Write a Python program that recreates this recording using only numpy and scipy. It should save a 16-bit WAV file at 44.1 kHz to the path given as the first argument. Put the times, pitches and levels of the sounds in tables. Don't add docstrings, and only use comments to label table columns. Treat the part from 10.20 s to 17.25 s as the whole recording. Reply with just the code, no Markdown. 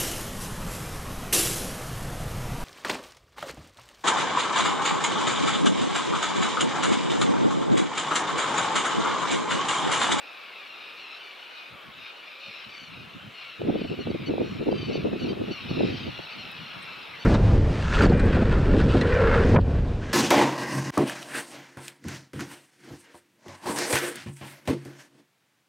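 import sys
import numpy as np
from scipy import signal
from scipy.fft import rfft, irfft, next_fast_len
from scipy.io import wavfile
from scipy.ndimage import uniform_filter1d, map_coordinates

SR = 44100
rng = np.random.default_rng(int(sys.argv[2]) if len(sys.argv) > 2 else 0)


def pcm_store(signal):
    levels = np.round(np.clip(np.atleast_2d(signal), -1, 1) * 32767)
    wavfile.write(sys.argv[1], SR, levels.astype(np.int16).T)


N = 310905

# time in seconds, chorus strength in dB before scaling.
CHORUS_STRENGTH = [(0.0, -49), (0.04, -45.5), (1.0, -44.5), (1.31, -46), (1.39, -42.5), (1.61, -52),
                   (1.9, -42.5), (1.94, -47), (2.32, -42.5), (3.1, -50), (3.22, -43), (3.43, -48),
                   (3.61, -44), (4.46, -46), (4.73, -41.5), (4.91, -45.5), (5.1, -42.5), (5.18, -50),
                   (5.32, -41), (5.73, -39), (5.81, -41.5), (6.24, -42), (6.99, -44), (7.05, -44)]
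# frequency in Hz, gain in dB.
FAR_THROAT = [(600, -4), (1000, -1), (1350, -13.5), (2000, 3), (2650, 0), (3250, -2), (4200, 4), (4900, -2),
              (5600, -4), (6600, -25), (9000, -43)]
# frequency in Hz, relative density in dB per Hz.
BLUR_SPECTRUM = [(1000, -37), (1700, -17.5), (2100, -7), (2650, -2.5), (3300, -4), (4100, 0), (4800, -24),
                 (5400, -5), (6600, -51.5), (9500, -84)]
# frequency in Hz, gain in dB.
NEAR_THROAT = [(1000, -6), (1250, -12), (1500, -16), (2200, 7.5), (3000, 3.5), (3700, 6), (4500, 1.5),
               (5200, -3.5), (6200, -17), (7500, -34), (9500, -46)]
# start in seconds, length in seconds, pitch in Hz,
# fall as a share of the pitch, level in dB before panning, brightness in dB per harmonic.
SCREECHES = [(.32, 0.12, 1300, 0.22, -48.5, -10), (.52, 0.24, 1242, .02, -50.5, -3.5),
             (0.759, 0.14, 1400, .13, -49, -3), (0.891, 0.098, 1348, 0, -48, -1),
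             (1.148, .1, 1443, 0, -54, -10), (1.36, 0.096, 1376, 0.097, -56, -3),
             (1.78, 0.13, 1240, 0.0077, -51.5, -1.5), (2.19, 0.15, 1432, 0.03, -51, 0.5),
             (2.31, .13, 1305, 0.081, -49, -2), (2.718, 0.14, 1268, .1, -53.5, -3),
             (3.13, 0.11, 1415, 0.065, -48.5, -4), (3.213, 0.2, 1344, 0.11, -49.5, -7.5),
             (4.2, 0.21, 1407, 0.078, -55.5, 5), (4.714, .13, 1206, 0.13, -49, -1.5),
             (5.551, 0.19, 1343, .11, -46, -4), (6.57, 0.16, 1380, 0, -53, -1),
             (6.661, 0.11, 1330, 0.053, -48, -15)]
# start in seconds, length in seconds, top pitch in Hz,
# level in dB before panning, brightness in dB per harmonic.
YELPS = [(3.796, 0.033, 1450, -44, -2), (3.895, 0.026, 1510, -51.5, 2), (4.058, .035, 1500, -43.5, 1.5),
         (4.51, 0.022, 1570, -47, 0), (4.717, 0.064, 1510, -44, 2), (5.079, 0.045, 1556, -43.5, -1.5),
         (5.305, 0.049, 1495, -43.5, 1), (5.485, .045, 1470, -45, 0), (6.01, 0.047, 1490, -53, 3),
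         (6.093, 0.068, 1510, -49, -1), (6.177, 0.056, 1417, -45.5, 0), (6.7, 0.055, 1420, -53, -2),
         (6.755, .04, 1560, -58, 0), (6.815, .04, 1590, -56, -1), (6.99, 0.054, 1497, -49, 3.5)]
# start in seconds, length in seconds, pitch in Hz, fall as a share of the pitch,
# level in dB before panning, brightness in dB per harmonic, roughness from 0 to 1.
TRILLS = [(2.49, .21, 1492, .07, -52.5, 3.5, .45), (3.53, 0.22, 1502, 0.042, -51, -6.5, .6),
          (4.537, .175, 1519, .07, -45.5, 0, .2), (4.985, 0.094, 1460, 0.082, -46, 1, 0.23),
          (5.69, .21, 1574, 0, -49.5, 1, .45)]
# start in seconds, length in seconds, pitch in Hz, level in dB before panning.
WAILS = [(1.52, 0.098, 1183, -53.5), (1.577, 0.16, 1148, -55), (4.597, 0.073, 1110, -54),
         (5.324, .1, 1167, -50.5), (6.466, 0.12, 1237, -53), (6.861, .1, 1283, -51)]
# time in seconds, buffeting in dB before random wobble.
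WIND_FLOW = [(0, -97), (.75, -70.5), (1.3, -90), (1.7, -63), (2.1, -82), (2.55, -68), (2.8, -52),
             (3.3, -68), (3.37, -64), (3.42, -43.5), (4.02, -42), (4.27, -37), (4.38, -38.5), (4.8, -35.5),
             (5.28, -40.5), (5.38, -49.5), (5.62, -25.5), (5.85, -43), (6.1, -59), (6.3, -52.5),
             (7.05, -57)]
# middle in seconds, length in seconds before stretching,
# level in dB before the common puff gain.
PUFFS = [(1.537, 0.038, -51), (1.683, 0.035, -52), (1.794, 0.03, -57), (2.285, 0.03, -52.5),
         (2.48, 0.035, -49.5), (2.63, 0.03, -49.5), (2.777, 0.07, -43), (2.963, 0.022, -40),
         (3.053, 0.041, -43), (3.42, 0.028, -30.5), (3.488, 0.041, -23), (3.547, 0.048, -25),
         (3.617, 0.0092, -28.5), (3.656, 0.023, -31.5), (3.723, 0.024, -25.5), (3.802, 0.025, -28),
         (3.889, 0.031, -26), (3.954, 0.013, -25), (4.01, 0.031, -36.5), (4.096, 0.023, -22.5),
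         (4.143, 0.02, -24.5), (4.214, 0.043, -26.5), (4.413, 0.025, -27), (4.482, 0.025, -21),
         (4.535, 0.025, -23), (4.697, 0.016, -27.5), (4.753, 0.059, -25), (4.868, 0.027, -21),
         (4.94, 0.024, -26), (5.05, 0.045, -27), (5.114, 0.033, -28.5), (5.206, 0.046, -26),
         (5.3, 0.025, -26), (5.509, 0.011, -26), (5.613, 0.021, -20.5), (5.728, 0.031, -30),
         (5.874, 0.023, -28), (5.995, 0.011, -35), (6.185, 0.039, -41), (6.273, 0.048, -48),
         (6.418, 0.027, -45), (6.576, 0.019, -40.5)]
# frequency in Hz, relative density in dB per Hz.
RUMBLE_SPECTRUM = [(20, -32), (50, -14), (100, -3), (160, 0.5), (240, -1.5), (400, -15), (700, -45),
                   (1500, -86)]
# frequency in Hz, relative density in dB per Hz.
FLUTTER_SPECTRUM = [(100, -23), (220, 1.5), (350, 4.5), (480, -1.5), (700, -11.5), (1000, -25.5),
                    (1600, -32.5), (3000, -91)]
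# frequency in Hz, left-right likeness from -1 to 1.
PORT_LIKENESS = [(50, 0.47), (130, 0.69), (290, -0.037), (640, -0.47), (1400, 0.043)]
# nominal time in seconds, strength in dB before the eddy gain and lean.
EDDIES = [(3.416, -19.5), (3.497, -17), (3.617, -21), (3.871, -17.5), (3.914, -24), (3.948, -23),
          (4.137, -14.5), (4.18, -13.5), (4.215, -13.5), (4.467, -20), (4.479, -17), (4.489, -11),
          (4.526, -11.5), (4.755, -15), (5.282, -23.5), (5.606, -11), (5.632, -15), (5.991, -25.5)]
# time in seconds, level in dB before the surf gain.
SURF_LEVEL = [(0, -49.5), (2.63, -52.5), (4.75, -51), (5.54, -48), (7.05, -48)]
# frequency in Hz, relative density in dB per Hz.
SEA_SPECTRUM = [(20, -42), (45, -32), (100, -29), (200, -14), (400, -3.5), (550, -2), (900, -2),
                (1350, 1.5), (1900, -4), (4000, -8.5), (7000, -33.5)]
# frequency in Hz, relative density in dB per Hz.
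HISS_SPECTRUM = [(1000, -1), (6500, 5), (10000, -2.5), (13000, -0.5), (16000, -9)]
# frequency in Hz, left-right likeness from -1 to 1.
AIR_LIKENESS = [(100, 0.78), (300, 0.86), (700, 0.36), (1400, 0.35), (2600, 0.96), (4500, 0.89),
                (8000, 0.54), (14000, 0.84)]
# time in seconds, mean pitch in Hz, level in dB.
CHIRP = [(6.615, 8300, -87), (6.626, 8200, -52), (6.638, 9340, -59.5), (6.652, 10200, -80)]

CALM_DB = -43
SHRILL_DB, SHRILL_GROWTH = -13, 1.85
PUFF_DB, PUFF_STRETCH = -1.5, 1.21
FLUTTER_SWING_DB = 5.7
TICK_S, TOP_HZ = 6.317, 15800


def amp(db):
    return 10 ** (np.asarray(db) / 20)


def unit(x):
    return x / np.sqrt(np.mean(x ** 2) + 1e-20)


def even(x):
    power = uniform_filter1d(np.mean(x ** 2, axis=0), size=SR // 7)
    return x / np.sqrt(np.abs(power) + 1e-20)


def along(points, hz):
    f, v = np.transpose(points)
    return np.interp(np.log(hz + 1), np.log(f + 1), v)


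def curves(rows):
    s, *columns = np.transpose(rows)
    return [np.interp(np.arange(N) / SR, s, column) for column in columns]


def wobble(rate, size=N):
    knots = rng.standard_normal(int(size * rate / SR) + 4)
    return map_coordinates(knots, [np.arange(size) * rate / SR])


def filtered(x, response):
    m = next_fast_len(N + SR // 4)
    return irfft(rfft(x, m) * response(np.fft.rfftfreq(m, 1 / SR)), m)[..., :N]


def spread(pair, likeness, spectrum=((1, 0), (2, 0))):
    def mid_side_gains(hz):
        turn = np.arccos(np.clip(along(likeness, hz), -1, 1)) / 2
        return amp(along(spectrum, hz)) * [np.cos(turn), np.sin(turn)]

    mid, side = filtered(pair, mid_side_gains)
    return unit(np.array([mid + side, mid - side]))


def patchy_noise(spectrum, likeness, patchy_db):
    z = signal.stft(rng.standard_normal((2, N)), nperseg=512)[2]
    field = uniform_filter1d(rng.standard_normal(z.shape[1:]), size=4, axis=0)
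    field = uniform_filter1d(field, size=14, axis=1)
    noise = signal.istft(z * amp(patchy_db * unit(field)), nperseg=512)[1][:, :N]
    return spread(noise, likeness, spectrum)


def add(track, s, sound):
    start = max(int(s * SR), 0)
    part = track[start:start + len(sound)]
    part += sound[:len(part)]


def colony():
    strength_db, = curves(CHORUS_STRENGTH)
    excitement_db = strength_db - CALM_DB
    voices = spread(np.array([crowd(count=280), crowd(count=130)]), AIR_LIKENESS)
    mix = voices + amp(-1.5) * patchy_noise(BLUR_SPECTRUM, AIR_LIKENESS, patchy_db=3.5)
    low = filtered(mix, lambda hz: 1 / (1 + (hz / 3450) ** 12))
    shrill = mix - low
    low_db = CALM_DB - 1.45 + 0.91 * excitement_db
    shrill_db = CALM_DB + SHRILL_DB + SHRILL_GROWTH * excitement_db
    return amp(low_db) * even(low) + amp(shrill_db) * even(shrill)


def crowd(count):
    out = np.zeros(N + SR)
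    for k, (when, long, trill, sag) in enumerate(rng.random((count, 4))):
        pitch, nearness, tempo = rng.standard_normal(3)
        arch = np.array([1 + .16 * (sag - .6), 1, 1 - 0.1294 * sag])
        pitches = 1350 * np.exp(.08 * pitch) * arch
        trill_hz = 32 * np.exp(0.237 * tempo)
        voice = screech(.07 + .18 * long, pitches, FAR_THROAT, 0, trill, trill_hz,
                        jitter=0.012, rasp=0.51, count=4)
        start = (k + 2 * when) / count * (N / SR + .5)
        add(out, start, amp(7.8 * np.tanh(nearness)) * voice)
    return unit(out[SR // 2:][:N])


def screech(length, pitches, throat, bright_db, trill, trill_hz, jitter, rasp, count=5):
    n = max(int(length * SR), 256)
    t, u = np.arange(n) / SR, np.linspace(0, 1, n)
    beat = np.abs(np.sin(np.pi * trill_hz * t))
    arch = np.polyval(np.polyfit([0, .5, 1], pitches, 2), u)
    bend = .03 * trill * (beat - 2 / np.pi)
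    pitch = arch * (1 + jitter * wobble(352.2, size=n) + bend)
    phase = 2 * np.pi * np.cumsum(pitch) / SR
    voice = sum(amp(along(throat, k * pitch) + bright_db * k) * np.sin(k * phase)
                for k in range(1, count + 1))
    swell = np.sqrt(np.abs(np.sin(np.pi * u)))
    chop = 1 - np.clip(trill, 0, 1) * (1 - beat)
    return unit(voice * swell * chop * (1 + rasp * wobble(500.8, size=n)))


def near_birds():
    out = np.zeros(N)
    for s, length, pitch, fall, db, bright_db in SCREECHES:
        voice = cry(length, pitch, fall, arch=.025, bright_db=bright_db, trill=.25, rough=.6)
        add(out, s, amp(db) * voice)
    for s, length, pitch, db, bright_db in YELPS:
        voice = cry(length, pitch, fall=.015, arch=.055, bright_db=bright_db, trill=.1, rough=.2)
        add(out, s, amp(db) * voice)
    for s, length, pitch, fall, db, bright_db, rough in TRILLS:
        arch = .12 * rough - .02
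        voice = cry(length, pitch, fall, arch, bright_db=bright_db, trill=.85, rough=rough)
        add(out, s, amp(db) * voice)
    for s, length, pitch, db in WAILS:
        voice = cry(length, pitch, fall=.2, arch=.005, bright_db=-16, trill=.2, rough=.4)
        add(out, s, amp(db) * voice)
    return out


def cry(length, pitch, fall, arch, bright_db, trill, rough):
    pitches = pitch * np.array([1 - arch + fall / 2, 1, 1 - arch - fall / 2])
    return screech(length, pitches, NEAR_THROAT, bright_db, trill, trill_hz=29.5,
                   jitter=.013 * rough, rasp=.7 * rough)


def low_call():
    out = np.zeros(N)
    throat = [(550, 1), (1100, -20), (2000, -30)]  # Hz, dB
    call = screech(0.266, (510, 565, 565), throat, 0, 0.84, trill_hz=10.8, jitter=0.025, rasp=0.42, count=2)
    add(out, 2.15, amp(-61.5) * call)
    return out


def cliffs(x):
    t = np.arange(SR // 3) / SR
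    tail = rng.standard_normal((2, len(t))) * amp(-60 * t / 0.14)
    return signal.fftconvolve(x[None], tail / np.linalg.norm(tail[0]), axes=1)[:, :N]


def wind():
    buffet_db = buffeting()
    lumps_db = 3 * np.tanh(wobble(70))
    rumble_db = buffet_db - 0.7 * np.maximum(buffet_db + 38.5, 0) + 0.59
    rumble_noise = patchy_noise(RUMBLE_SPECTRUM, PORT_LIKENESS, patchy_db=2.0)
    rumble = amp(rumble_db) * unit(amp(lumps_db) * rumble_noise)
    flutter_db = buffet_db - 1.24 * np.maximum(-35 - buffet_db, 0) + 0.45
    swing_db = lumps_db + FLUTTER_SWING_DB * np.tanh(wobble(190))
    flutter_noise = patchy_noise(FLUTTER_SPECTRUM, PORT_LIKENESS, patchy_db=1.0)
    flutter = amp(flutter_db) * unit(amp(swing_db) * flutter_noise)
    return rumble + flutter


def buffeting():
    flow_db, = curves(WIND_FLOW)
    t = np.arange(N) / SR
    power = amp(flow_db + 1.6 * np.tanh(wobble(22))) ** 2
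    for s, length, db in PUFFS:
        bell = np.exp(-(2 * (t - s) / (PUFF_STRETCH * length)) ** 2)
        power = power + amp(db + PUFF_DB) ** 2 * bell
    return 10 * np.log10(power)


def eddies():
    out = np.zeros((2, N))
    t = np.arange(-SR // 100, SR // 100) / SR
    for (s, db), (size, lean) in zip(EDDIES, rng.uniform(-1.34, 1, (len(EDDIES), 2))):
        u = t / (.00062 * np.exp(.12 * size))
        u = u - 0.28 * np.logaddexp(u, -u)
        swing = np.sin(2 * u + np.pi * lean) * np.exp(-u * u / 4)
        for port, side in zip(out, (1, -1)):
            lag = side * 0.00017 * np.sign(lean)
            add(port, s + t[0] + 0.00194 + lag, amp(db - 1.5 + side * lean) * swing)
    return out


def sea():
    surf_db, = curves(SURF_LEVEL)
    surf = amp(surf_db + 2.5) * patchy_noise(SEA_SPECTRUM, AIR_LIKENESS, patchy_db=1.5)
    hiss = amp(-68.0) * patchy_noise(HISS_SPECTRUM, AIR_LIKENESS, patchy_db=3.0)
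    return surf + hiss


def small_sounds():
    hz, db = curves(CHIRP)
    sounding = db > max(db[0], db[-1])
    phase = 2 * np.pi * np.cumsum(hz * (1 + 0.017 * wobble(950))) / SR
    chirp = amp(db) * sounding * np.sin(phase)
    high_noise = unit(filtered(rng.standard_normal(N), lambda f: 1 / (1 + (9000 / (f + 1)) ** 8)))
    tick_shape = np.exp(-np.abs(np.arange(N) / SR - TICK_S) / .002)
    return chirp + amp(-50) * high_noise * tick_shape


def scene():
    near = near_birds() + low_call()
    pan = amp([[1.25], [-1.25]])
    birds = (colony() + near + amp(-23) * cliffs(near)) * pan
    return birds + sea() + wind() + eddies() + small_sounds()


def record(dry):
    return filtered(dry, lambda hz: hz < TOP_HZ)


dry = scene()
out = record(dry)
pcm_store(out)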